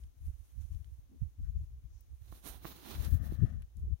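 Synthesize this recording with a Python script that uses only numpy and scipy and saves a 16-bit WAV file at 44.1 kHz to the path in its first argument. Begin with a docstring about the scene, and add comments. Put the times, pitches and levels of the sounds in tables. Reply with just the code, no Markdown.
"""A doorstep, heard from a phone held just above a cat. From the start a light breeze buffets the two
microphone ports while fingers brush softly through fur; small ticks and scuffs come and go. Just after
two seconds the arm draws back: its sweatshirt sleeve rustles right past the microphones, and the cuff
knocks on the case and rubs along it. Near 3.4 s the strongest gust hits the left port."""
import sys
import numpy as np
from scipy import signal
from scipy.fft import rfft, irfft
from scipy.io import wavfile
from scipy.ndimage import uniform_filter1d, map_coordinates

SR = 44100
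rng = np.random.default_rng(int(sys.argv[2]) if len(sys.argv) > 2 else 0)


def file_out(sig):
    """Save sig as 16-bit WAV at sys.argv[1]."""
    # one column per channel
    cols = np.atleast_2d(sig).T
    # limit, then scale
    lim = np.clip(cols, -1, 1)
    pcm = np.round(lim * 32767).astype(np.int16)
    wavfile.write(sys.argv[1], SR, pcm)


N = 176400
TIME = np.arange(N) / SR
FREQS = np.arange(N // 2 + 1) * SR / N


def undb(db):
    """Decibels to gain."""
    return 10 ** (np.asarray(db) / 20)

def pan(left_db, right_db):
    """A gain for each microphone."""
    return undb([[left_db], [right_db]])

def unit(x):
    """Scale to rms 1."""
    return x / np.sqrt(np.mean(x ** 2, axis=-1, keepdims=True))

def colour(x, hz, db):
    """Shape white noise to a spectrum in dB per Hz, falling away below its first point."""
    f = np.maximum(FREQS, 1)
    gain = undb(np.interp(np.log(f), np.log(hz), db)) * np.minimum(f / hz[0], 1) ** 2
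    return irfft(rfft(x) * gain * np.sqrt(SR / 2), N)

def ports(x, spectrum):
    """Give each microphone port its own colour."""
    hz, left, right = np.array(spectrum, float).T
    return np.array([colour(x[0], hz, left), colour(x[1], hz, right)])

def two_pole(x, hz, kind="low"):
    """A gentle low-pass or high-pass."""
    return signal.sosfilt(signal.butter(2, hz, kind, fs=SR, output="sos"), x)

def below(x, hz):
    """The part of a sound under a given frequency."""
    return irfft(rfft(x) / (1 + (FREQS / hz) ** 10), N)

def hiss(hz, width_hz):
    """Two channels of noise in one steep resonance."""
    b, a = signal.iirpeak(hz, hz / width_hz, fs=SR)
    band = signal.lfilter(b, a, rng.standard_normal((2, N)))
    return unit(signal.lfilter(b, a, band))

def swell(at, rise, fall):
    """A smooth rise and fall around one moment."""
    t = TIME - at
    return np.exp(-.5 * np.minimum((t / np.where(t < 0, rise, fall)) ** 2, 200))

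def walk(per_s):
    """A random wander with a spread near 1."""
    return np.interp(TIME * per_s, np.arange(N), rng.standard_normal(N))

def flutter(db=1.5, per_s=60):
    """The wavering gain of an uneven sliding contact."""
    return undb(db * walk(per_s))

def friction(snags_per_s=3500, spread_db=2.5, snag_share=.41):
    """Countless sliding fibres, some snagging with a tiny click."""
    snags = (rng.random((2, N)) < snags_per_s / SR) * rng.standard_normal((2, N))
    snags *= undb(spread_db * rng.standard_normal((2, N)))
    sliding = rng.standard_normal((2, N))
    return (np.sqrt(snag_share) * unit(snags) + np.sqrt(1 - snag_share) * sliding) * flutter()

def drift(x):
    """Resonances wander by a few percent as the contact shifts."""
    place = np.cumsum(1 + .018 * walk(per_s=14))
    return np.array([map_coordinates(side, [place], mode="mirror") for side in x])

def steady(x):
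    """Even out the swelling of a rumble so that the gusts set its strength."""
    strength = np.sqrt(uniform_filter1d(np.abs(signal.hilbert(x)) ** 2, size=700))
    return unit(x / uniform_filter1d(strength, size=400) ** .95)


# Spectrum of the quiet on the doorstep: f/Hz, left and right relative level/dB
AIR_SPECTRUM = [(271, -104, -103), (562, -114, -113), (1810, -121, -121), (3900, -120, -122),
                (4640, -123, -126), (6600, -116, -128), (7400, -126, -129), (9400, -125, -122),
                (15940, -119, -125)]
def air():
    """A faint steady hiss, separate in each microphone."""
    return undb(.7) * ports(rng.standard_normal((2, N)), AIR_SPECTRUM)


# Gusts at the left and the right port: t/s, half length/s, relative level/dB
LEFT_GUSTS = [(.036, 0.037, -47), (.254, 0.045, -42), (.718, 0.0087, -34.5), (.756, .012, -34),
              (.802, 0.012, -37.5), (.87, .025, -45.5), (.99, 0.0068, -44), (1.23, 0.06813, -52.5),
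              (1.401, .011, -36), (1.441, 0.01, -32.5), (1.495, 0.019, -32), (1.56, .014, -29),
              (1.614, 0.017, -37), (1.7, 0.056, -45.5), (1.848, 0.011, -38), (1.91, 0.034, -52.5),
              (2.12, 0.037, -51.5), (2.315, 0.05, -55), (2.505, 0.018, -48.5), (2.67, 0.094, -57),
              (2.965, 0.009, -33), (3.005, 0.017, -29.5), (3.07, 0.015, -30), (3.134, .021, -22),
              (3.209, 0.013, -29), (3.32, 0.055, -33.5), (3.398, 0.0078, -25.5), (3.434, 0.013, -14),
              (3.55, 0.041, -32.5), (3.63, 0.015, -43.5), (3.78, 0.015, -34), (3.842, .016, -31.5),
              (3.922, 0.015, -27.5)]
RIGHT_GUSTS = [(.039, 0.025, -50.5), (.231, 0.024, -47), (.285, 0.011, -30), (.346, 0.014, -42),
               (.41, .016, -42.5), (.585, .027, -35), (.651, 0.01, -34.5), (.715, 0.042, -47.5),
               (.93, 0.028, -45), (1.03, 0.041, -55.5), (1.224, 0.0073, -25.5), (1.255, .022, -40),
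               (1.42, 0.028, -41.5), (1.575, 0.033, -38), (1.631, 0.0077, -33.5), (1.76, 0.051, -47.5),
               (1.96, 0.043, -47), (2.129, 0.02425, -45.5), (2.221, 0.017, -44), (2.3, 0.036, -46.5),
               (2.58, 0.088, -49.5), (2.98, 0.078, -49), (3.55, .1, -47), (3.81, .03, -38.5),
               (3.879, 0.0097, -35)]
# Spectrum of the turbulence at a port: f/Hz, relative level/dB
TURBULENCE_SPECTRUM = [(20, -15.5), (42, 2.5), (72, -2.5), (110, -5), (200, -14.5), (300, -28.5),
                       (450, -41.5), (2000, -86.5)]
def wind(gusts, top_hz, lull_db=-64):
    """Gusts shed eddies that rock one port's diaphragm amid broad turbulence."""
    flutter_db = 2.5 * walk(per_s=65)
    power = undb(lull_db) ** 2
    for at, half, db in gusts:
        breakup = min(half / .05, 1)  # longer gusts flutter more
        power += (undb(db + flutter_db * breakup) * swell(at, half, half)) ** 2
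    flow = np.sqrt(power)
    octaves = (20 * np.log10(flow) + 40) / 64  # stronger flow sheds eddies faster
    eddy_hz = 70.6 * 2 ** (octaves + .24 * walk(per_s=120))
    eddies = unit(np.sin(2 * np.pi * np.cumsum(eddy_hz) / SR))
    rumble = steady(colour(rng.standard_normal(N), *np.array(TURBULENCE_SPECTRUM, float).T))
    slow = below(rumble, hz=122.7)
    fast = (rumble - slow) * flow / (flow + undb(-30.5))  # joins in with strong gusts
    pressure = flow * (undb(-.8) * eddies + undb(-2) * (slow + fast))
    return two_pole(two_pole(pressure, top_hz), hz=26.8, kind="high")


# Nails, fur and cloth near the phone: t/s, centre f/Hz, left and right level/dB, decay/s
SMALL_TICKS = [(0.037, 3100, -64.5, -73, 0.0041), (.747, 3850, -64, -61, 0.0016),
               (0.845, 2370, -66, -58, 0.00099), (2.008, 14500, -55, -86.5, 0.0034),
               (2.221, 2540, -80, -63, 0.00066), (2.548, 14000, -57.5, -62, .0015),
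               (2.952, 1793, -52.5, -52, 0.0049), (3.048, 5500, -42.5, -68, 0.0018),
               (3.174, 13500, -56, -60, 0.0017), (3.621, 1862, -61.5, -68.5, 0.0059),
               (3.622, 12070, -67.5, -58, 0.002), (3.769, 8500, -62.5, -64.5, 0.0033)]
def ticks():
    """Brief scratches and taps, each a dying burst of noise around its own pitch."""
    out = 0
    for at, hz, left_db, right_db, decay in SMALL_TICKS:
        attack = np.clip((TIME - at) * hz / 2 + 1, 0, 1)
        shape = attack * np.exp(-np.minimum(np.abs(TIME - at) / decay, 20))
        noise = hiss(hz, width_hz=min(1.5 * hz, SR / 5))
        burst = unit(shape * noise) * np.sqrt(np.mean(shape ** 2))
        out += burst * pan(left_db, right_db)
    return out


# Soft scuffs of hand, paws and sleeve: t/s, half length/s, centre f/Hz, left and right level/dB
SOFT_SCUFFS = [(1.139, 0.024, 232, -62.5, -59), (1.46, 0.018, 1582, -76.5, -80),
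               (1.971, 0.056, 5856, -77, -96), (2.512, 0.045, 738, -80.5, -60.5),
               (3.846, .045, 314, -65, -65)]
def scuffs():
    """Short swells of narrow noise; the one near 2.5 s is the sleeve brushing the right port."""
    return sum(pan(left_db, right_db) * swell(at, half, half) * hiss(hz, width_hz=.41 * hz)
               for at, half, hz, left_db, right_db in SOFT_SCUFFS)


# Bumps on the phone itself: t/s, peak level at the right port/dB, contact cut-off f/Hz
CUFF_KNOCKS = [(2.325, -36, 1660), (2.647, -31, 2500), (2.653, -24, 2510), (3.322, -26, 444)]
# Modes of the case: f/Hz, relative level/dB, t60/s
CASE_MODES = [(136, 8, 0.021), (310, -6.5, 0.056), (669, 5, 0.0077), (1056, 0, 0.0242),
              (1680, -7.5, 0.0092), (2500, -18, 0.0045)]
def knocks():
    """The cuff bumps the case beside the right port; a softer contact gives a duller ring."""
    out = 0
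    for at, db, contact_hz in CUFF_KNOCKS:
        age = np.maximum(TIME - at, 0)
        ring = 0
        for hz, mode_db, t60 in CASE_MODES:
            decay = np.exp(-np.minimum(np.log(1000) * age / t60, 20))
            ring += undb(mode_db) * np.cos(2 * np.pi * hz * age) * decay
        knock = two_pole(two_pole(ring * (TIME >= at), contact_hz), contact_hz)
        out += undb(db) * knock / np.abs(knock).max()
    return out * pan(-19.5, 0)


# Spectrum of cloth sliding on the case: f/Hz, left and right relative level/dB
RUB_SPECTRUM = [(191, -62, -70.5), (390, -86.5, -100.5), (630, -80.5, -89.5), (920, -101, -102),
                (1217, -86.5, -100), (1350, -93, -103), (1790, -84, -100), (2170, -101, -108),
                (3520, -102, -109), (4298, -112, -112), (6030, -105, -115), (7700, -126, -116)]
def rubbing(start_s=2.963, end_s=3.657, attack_s=.051, release_s=.16):
    """One long hollow slide along the case near the left port, catching and slipping as it goes."""
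    contact = np.clip((TIME - start_s) / attack_s, 0, 1) * np.clip((end_s - TIME) / release_s, 0, 1)
    return undb(-7) * contact * flutter(db=1.8) * drift(ports(friction(), RUB_SPECTRUM))


# Strokes on the cat, within arm's reach below the phone: t/s, half length/s, left and right gain/dB
FINGER_STROKES = [(0.002, 0.044, 5, 3), (0.263, 0.045, 4, 7), (0.48, 0.16, 1.5, 0.5),
                  (0.625, 0.037, 8, 3.5), (0.749, 0.055, 4, 2), (0.9, 0.09, -3, -3),
                  (1.229, 0.066, -3.5, -4), (1.47, 0.057, 1, -5), (1.614, 0.065, 0.5, -9),
                  (1.967, .07, -3, -22), (2.184, 0.12, -4, -5), (3.442, 0.073, 0.5, 0),
                  (3.793, 0.025, -1, -0.5)]
# Spectrum of fingers in fur: f/Hz, left and right relative level/dB
FUR_SPECTRUM = [(700, -115, -115), (3730, -117, -118), (5300, -118, -125), (5630, -112, -125),
                (6870, -110, -121), (7100, -121, -121), (8100, -121, -115), (8900, -121, -109),
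                (12300, -118, -111), (16000, -118, -121)]
def petting():
    """Fingers brush through fur, the friction swelling with each stroke."""
    power = 0
    for at, half, left_db, right_db in FINGER_STROKES:
        power += (pan(left_db, right_db) * swell(at, half, half)) ** 2
    return undb(-3.5) * np.sqrt(power) * ports(friction(), FUR_SPECTRUM)


# Passes right by the microphones: t/s, rise/s, fall/s, left, right, body and sizzle gain/dB
SLEEVE_SWEEPS = [(2.36, 0.075, 0.078, -5.5, -8.5, -4.5, -7), (2.481, 0.023, 0.031, -3, 9.5, -5.5, -5),
                 (2.55, 0.045, 0.036, -9, -6.5, 2, 2.5), (2.678, 0.033, 0.051, 3.5, 0, 2.5, 4.5),
                 (2.772, 0.025, 0.055, -3, -6.5, 1, -1.5), (2.909, 0.056, 0.061, 3, .5, 2, -0.5),
                 (3.038, 0.04, 0.034, 3.5, 1.5, 0.5, -2), (3.13, 0.041, 0.03, -5, -3, -6, 4),
                 (3.261, 0.026, 0.02, -6, -5.5, -5.5, 1), (3.33, 0.022, 0.024, -8, -7.5, -1.5, 0)]
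# Spectrum of sweatshirt cloth up close: f/Hz, left and right relative level/dB
CLOTH_SPECTRUM = [(169.3, -86.5, -79.5), (326.1, -103, -78), (532.8, -106, -89), (789.7, -107, -88),
                  (1449.5, -110, -91), (2400, -102, -95.5), (4100, -102, -90), (4800, -102, -99),
                  (6400, -102, -96), (7930, -111, -104.5), (9200, -108, -93), (11200, -110, -96.5),
                  (12210, -103, -90), (14800, -94.5, -95.5)]
def sleeve():
    """Cloth sweeps past the ports; each sweep has its own mix of body, hiss and top sizzle."""
    cloth = drift(ports(friction(), CLOTH_SPECTRUM))
    body = below(cloth, hz=5780)
    sizzle = cloth - below(cloth, hz=13570)
    bands = np.array([body * flutter(), cloth - body - sizzle, sizzle])
    power = 0
    for at, rise, fall, left_db, right_db, body_db, sizzle_db in SLEEVE_SWEEPS:
        gains = np.outer(undb([body_db, 0, sizzle_db]), undb([left_db, right_db]))
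        graze = undb(-22.5) * swell(at, 2 * rise, 2 * fall)  # light brushing before and after
        power += gains[:, :, None] ** 2 * (swell(at, rise, fall) ** 2 + graze ** 2)
    return undb(.5) * np.sum(np.sqrt(power) * bands, axis=0)


def scene():
    """Breeze, petting and handling over a faint hiss; the sheltered right port takes a duller wind."""
    background = air() + np.array([wind(LEFT_GUSTS, top_hz=356), wind(RIGHT_GUSTS, top_hz=194)])
    return background + scuffs() + petting() + sleeve() + rubbing() + knocks() + ticks()

def record(dry):
    """The phone cuts the treble steeply above 15850 Hz."""
    return signal.sosfilt(signal.ellip(10, .2, 70, 15850, fs=SR, output="sos"), dry)


dry = scene()
out = record(dry)
file_out(out)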